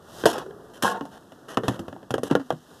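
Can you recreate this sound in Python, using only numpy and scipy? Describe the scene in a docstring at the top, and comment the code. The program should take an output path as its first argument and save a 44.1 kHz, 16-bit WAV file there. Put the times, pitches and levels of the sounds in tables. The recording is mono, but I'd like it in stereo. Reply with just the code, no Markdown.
"""Bottle, cans and a plastic bin

Outdoors, a glass bottle is pulled from a pile of empty cans, and a bin lid is dragged open.
Friction hisses, the hollow bin resonates, the lid clatters aside and the bottle knocks on the rim.
Each impact excites damped modes, all within arm's reach of a small two-port microphone."""
import sys
import numpy as np
from scipy import signal
from scipy.fft import rfft, irfft, next_fast_len
from scipy.io import wavfile

SR = 44100
rng = np.random.default_rng(int(sys.argv[2]) if len(sys.argv) > 2 else 0)


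def master_out(mix):
    """Clip the mix to full scale and print it as 16-bit PCM to the path in sys.argv[1]."""
    frames = np.transpose(np.atleast_2d(mix))
    ceiling = np.clip(frames, -1, 1)
    pcm = np.round(ceiling * 32767).astype(np.int16)
    wavfile.write(sys.argv[1], SR, pcm)


N = 123479
T = np.arange(SR) / SR
SCENE_T = np.arange(N) / SR


def amp(db):
    """Amplitude ratio of a level in decibels."""
    return 10 ** (np.asarray(db) / 20)


def unit(x):
    """Normalisation to unit rms."""
    return x / np.sqrt(np.mean(x ** 2) + 1e-20)


def curve(points, hz):
    """Interpolation on a logarithmic frequency axis."""
    f, value = np.transpose(points)
    return np.interp(np.log(hz + 1), np.log(f + 1), value)


def add(mix, start_s, sound):
    """Superposition of a delayed sound on the mix."""
    part = mix[:, max(round(start_s * SR), 0):][:, :sound.shape[-1]]
    part += sound[..., :part.shape[1]]


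def decay(t60, size=SR):
    """Exponential decay by 60 dB in t60 seconds."""
    return np.exp(-np.log(1000) * T[:size] / max(t60, 1e-4))


def rise(tau_s, size=SR):
    """First-order growth towards full amplitude."""
    return 1 - np.exp(-T[:size] / tau_s)


def mode(hz, t60, size):
    """Free vibration of a damped oscillator."""
    return np.cos(2 * np.pi * hz * T[:size] - np.pi / 6) * decay(t60, size)


# Incoherence of the ports: (frequency [Hz], antiphase over common amplitude [ratio])
INCOHERENCE = [(70, 1), (350, 0.55), (2300, 0.092), (9000, 1)]
def noise(spectrum, size, ripple_db=3.5, ripple_hz=91):
    """Partially coherent noise at two ports; closely spaced resonances ripple its spectrum."""
    hz = np.fft.rfftfreq(size, 1 / SR)
    common, antiphase = np.exp(2j * np.pi * rng.random((2, len(hz))))
    antiphase *= curve(INCOHERENCE, hz)
    ripple = np.interp(hz / ripple_hz, np.arange(len(hz)), rng.standard_normal(len(hz)))
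    gain = amp(curve(spectrum, hz) + ripple_db * ripple * np.minimum(hz / 2000, 1))
    return unit(irfft(np.array([common + antiphase, common - antiphase]) * gain, size))


def grip(size, depth_db, grain_s=0.003):
    """Amplitude modulation by the uneven grip of rubbing surfaces."""
    t = np.arange(size) / SR
    roughness = np.interp(t / grain_s, np.arange(size), rng.standard_normal(size))
    return unit(amp(depth_db * roughness))


# Spectra of air and sleeves: (frequency [Hz], relative level [dB])
AIR_SPECTRUM = [(20, -8), (150, 3.5), (350, 2.5), (1500, -11), (3500, -36.5)]
SLEEVE_SPECTRUM = [(1200, 0.5), (4000, -3), (14000, -14.5)]
# Background envelopes: (time [s], air level [dB], sleeve level [dB])
BACKGROUND_LEVELS = [(0, -50.5, -61.5), (0.204, -41.5, -40.5), (.52, -46, -62.5), (0.951, -46, -56),
                     (1.28, -51, -60), (1.797, -42.5, -59), (2.07, -51, -62.5), (2.4, -49.5, -57.5),
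                     (2.65, -55.5, -56.5), (2.73, -47, -53), (2.8, -54.5, -54)]
def background():
    """Ambient noise: the low murmur of outdoor air and the friction of sleeves."""
    times, air_db, sleeve_db = np.transpose(BACKGROUND_LEVELS)
    size = next_fast_len(N)
    air = noise(AIR_SPECTRUM, size)[:, :N]
    sleeves = noise(SLEEVE_SPECTRUM, size, ripple_db=0)[:, :N] * grip(N, depth_db=1)
    air *= amp(np.interp(SCENE_T, times, air_db))
    sleeves *= amp(np.interp(SCENE_T, times, sleeve_db))
    return air + sleeves


# Dull and bright spectra of reflections, scrapes and clicks: (frequency [Hz], relative level [dB])
RUB_SPECTRUM = [(40, -21.5), (500, 1.5), (2000, -10), (14000, -46.5)]
HISS_SPECTRUM = [(300, -3), (1500, 8.5), (3000, 7), (4500, 0), (5700, 1.5), (8000, -4.5), (11000, -3),
                 (15000, -17.5)]
def reflections(x, t60=0.13, level_db=-18.5):
    """Convolution with a short impulse response gives faint reflections from fence and ground."""
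    response = (noise(HISS_SPECTRUM, SR) + noise(RUB_SPECTRUM, SR) / 2) * decay(t60)
    response /= np.linalg.norm(response[0])
    return amp(level_db) * signal.fftconvolve(x, response, axes=1)[:, :N]


# Sliding contacts: (time [s], duration [s], rub level [dB], hiss level [dB], level change [dB])
SLIDES = [ (0.255, 0.059, -25, -26, -6.5), (0.328, 0.1, -29.5, -49, -7), (0.734, 0.043, -55, -51.5, 2),
          (0.328, 0.01, -54, -34.5, 1), (0.823, 0.013, -29, -17.5, -8), (0.844, 0.079, -26, -27.5, -10),
          (1.114, 0.065, -45.5, -54.5, -4), (1.483, 0.066, -35.5, -41.5, -6.5),
          (0.913, 0.065, -36.5, -64, 0.5), (1.634, 0.13, -38.5, -48.5, -1.5), (2.234, 0.047, -41, -41, -1),
          (2.299, 0.035, -33, -59, 3), (2.396, 0.034, -33.5, -60, -19)]
def scrape(duration, rub_db, hiss_db, change_db, size=12000):
    """Sliding friction: grainy noise that catches quickly and dies when the motion stops."""
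    t = T[:size]
    slope = amp(change_db * np.minimum(t / duration, 1))
    release = np.exp(-np.maximum(t - duration, 0) / 0.0069)
    envelope = rise(0.0014, size) * slope * release * grip(size, depth_db=2.5)
    rub = amp(rub_db) * noise(RUB_SPECTRUM, size)
    hiss = amp(hiss_db) * noise(HISS_SPECTRUM, size)
    return envelope * (rub + hiss)


def ringing(modes, rise_s, glide=0, waver=0.0224, rattle_db=4.5, step_s=0.00887):
    """Modulated modes: flexing walls bend the pitch and rattling parts flutter the level."""
    out = np.zeros(SR)
    for hz, db, t60 in modes:
        bend, flutter = (np.interp(T / step_s, np.arange(SR), r) for r in rng.standard_normal((2, SR)))
        cycles = hz * np.cumsum(1 + waver * bend + glide * T) / SR + rng.random()
        out += amp(db + rattle_db * flutter) * decay(t60) * np.sin(2 * np.pi * cycles)
    return out * rise(rise_s)


# Modes of cans, glass and hollow bin: (frequency [Hz], relative level [dB], T60 [s])
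CAN_MODES = [(325.5, 5.5, 0.18), (519, -13, 0.4), (685, 8, 0.19), (908, 0.5, 0.21)]
GLASS_MODES = [(3330, -16, 0.087), (5480, -15, 0.29)]
CAVITY_MODES = [(198.1, -9.5, 0.53), (477, -7, 0.28), (729, -3, 0.51), (895, -0.5, 0.5), (1073, 4, 0.31),
                (1450, 3, 0.26), (1650, 3.5, 0.22)]
# Notes left by knocks: (time [s], frequency [Hz], level [dB], T60 [s], relative glide [1/s])
LINGERING_MODES = [(0.438, 382.6, -40, 1, 0.55), (1.574, 441, -12.5, 0.064, -0.51),
                   (1.638, 422, -18.5, 0.078, -0.31), (2.358, 290, -21.5, 0.24, -1.07)]
WALL_RISE_S = 0.0039
def add_resonances(mix):
    """Resonance: cans, bottle and bin build up under a contact and ring on after it."""
    add(mix, 0.259, amp(-23.5) * ringing(CAN_MODES + GLASS_MODES, rise_s=0.00092))
    add(mix, 0.843, amp(-20.5) * ringing(CAVITY_MODES, rise_s=0.045))
    for start_s, hz, db, t60, glide in LINGERING_MODES:
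        add(mix, start_s, ringing([(hz, db, t60)], WALL_RISE_S, glide))


# Low modes of the bin wall: (frequency [Hz])
WALL_MODES = [95.5, 121.7, 154.3, 192, 245.3, 284, 336.2]
def wall_boom(size, scatter_db=7, detune=0.01, t60=0.16):
    """Modal superposition: the wall swells and decays with random weights and tuning."""
    draws = rng.standard_normal((len(WALL_MODES), 3))
    boom = sum(amp(scatter_db * weight) * np.sign(polarity) * mode(hz * (1 + detune * shift), t60, size)
               for hz, (weight, polarity, shift) in zip(WALL_MODES, draws))
    return boom * rise(WALL_RISE_S, size)


# Clatter spectrum: (frequency [Hz], relative level [dB])
CLATTER_SPECTRUM = [(40, -18.5), (400, 1.5), (1900, -4), (3200, -13), (14000, -70)]
# Clatter damping: (frequency [Hz], T60 [s])
CLATTER_DAMPING = [(100, 0.13), (1000, 0.039), (12000, 0.0067)]
def clatter(size):
    """Frequency-dependent damping: a dense burst whose treble dies first."""
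    hz, t, bands = signal.stft(noise(CLATTER_SPECTRUM, size), SR, nperseg=128)
    damping = amp(-60 * t / curve(CLATTER_DAMPING, hz)[:, None])
    return signal.istft(bands * damping, SR, nperseg=128)[1][:, :size]


def blow(hz, size, ring_cycles=10.4, punch_cycles=3.8):
    """Damped vibration of the struck spot, with a strong first swing and an inharmonic overtone."""
    t60 = ring_cycles / hz
    overtone = amp(-5.5) * mode(hz * 2.357, t60 * 0.31, size)
    return mode(hz, t60, size) + mode(hz, punch_cycles / hz, size) + overtone


# Impacts on plastic, glass and cans:
# (time [s], blow level [dB], frequency [Hz], clatter level [dB], boom level [dB], click level [dB])
IMPACTS = [ (0.2382, -15.5, 470, -20, -34.5, -52), (0.2562, -2.5, 470, -14.5, -60, -5),
           (0.263, -9, 500, -30, -67, -7.5), (0.381, -22.5, 373, -31, -54, -19.5),
           (0.463, -28, 440, -44, -69, -50), (0.508, -33, 454, -39, -75, -75),
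           (0.835, -20.5, 266, -16, -35.5, -12.5), (.8465, -4, 985, -41, -69, -43),
           (0.854, -3.5, 940, -31, -74, -46), (0.879, -4.5, 1530, -58, -57, -24),
           (1.010, -34, 610, -24.5, -39.5, -67), (1.054, -25.5, 775, -37.5, -74, -34.5),
           (1.321, -39, 730, -37.5, -53, -38), (1.5725, -7.5, 412, -10, -32, -20.5),
           (1.635, -25, 447, -27, -45.5, -39), (1.682, -10, 370, -12.5, -30, -11.5),
           (1.793, -30, 283, -30, -33.5, -24.5), (1.882, -25.5, 480, -31.5, -45, -34),
           (1.928, -28.5, 600, -34.5, -47, -50), (1.964, -26, 770, -46, -51, -61),
           (2.030, -31, 537, -40.5, -51.5, -70), (2.1066, -17.5, 890, -22.5, -39.5, -17.5),
           (2.1407, -11.5, 428, -17, -40, -17), (2.1814, -17, 559, -24.5, -42.5, -27),
           (2.2334, -13, 450, -36, -35.5, -16.5), (2.312, -9, 286.5, -17, -34, -22.5),
           (2.3529, -2, 486, -11.5, -40, -20.5), (2.505, -7.5, 707, -16.5, -46, -26),
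           (2.525, -21, 585, -37, -36.5, -32.5)]
def knock(blow_db, hz, clatter_db, boom_db, click_db, size=12000):
    """Impulsive excitation: a sharp crack, then blow, clatter, click and the boom of the wall."""
    crack = amp(clatter_db + 8) * np.sin(2 * np.pi * 2160 * T[:size]) * decay(0.00087, size)
    body = amp(blow_db) * blow(hz, size) + amp(clatter_db) * clatter(size)
    boom = amp(boom_db) * wall_boom(size)
    click_envelope = decay(0.0038, size) + amp(-13.5) * decay(0.056, size)
    click = amp(click_db) * noise(HISS_SPECTRUM, size) * click_envelope
    return crack + (body + click) * rise(0.00069, size) + boom


# Balance of the low band: (time [s], left minus right level [dB])
BALANCE = [(.4, 5), (1.55, -4.5), (2.2, -0.3)]
def drift(x, below_hz=1400):
    """A level difference moves the low band from left to right and back to the centre."""
    low = signal.sosfiltfilt(signal.butter(2, below_hz, fs=SR, output="sos"), x)
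    balance_db = np.interp(SCENE_T, *np.transpose(BALANCE))
    gains = amp(np.array([balance_db, -balance_db]) / 2)
    return x + low * (gains - 1)


def scene():
    """Superposition of knocks, scrapes, resonances and their reflections on the background."""
    direct = np.zeros((2, N))
    for start_s, *impact in IMPACTS:
        add(direct, start_s, knock(*impact))
    for start_s, *slide in SLIDES:
        add(direct, start_s, scrape(*slide))
    add_resonances(direct)
    return drift(direct + reflections(direct)) + background()


# Phase difference between the channels: (frequency [Hz], lead of the left channel [rad])
PHASE_LEAD = [(0, 0), (1600, -.5), (2050, -2.8), (2500, -3.4), (2900, -5.3), (4600, -9), (5400, -6.4),
              (6200, -5.7), (10800, -15.8), (13200, -10)]
LOW_CUT_HZ, BAND_LIMIT_HZ = 77, 14600
def record(dry):
    """Output: a phase difference between the channels that varies with frequency, low cut, clipping at full
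    scale, then the band limit."""
    size = next_fast_len(N + 4096)
    lead = np.interp(np.fft.rfftfreq(size, 1 / SR), *np.transpose(PHASE_LEAD))
    half_shift = np.exp(0.5j * lead)
    channels = irfft(rfft(dry, size) * np.array([half_shift, 1 / half_shift]), size)[:, :N]
    channels = signal.sosfilt(signal.butter(1, LOW_CUT_HZ, "high", fs=SR, output="sos"), channels)
    low_pass = signal.firwin(101, BAND_LIMIT_HZ, window=("kaiser", 7), fs=SR)
    return signal.oaconvolve(np.clip(channels, -1, 1), low_pass[None], "same")


dry = scene()
out = record(dry)
master_out(out)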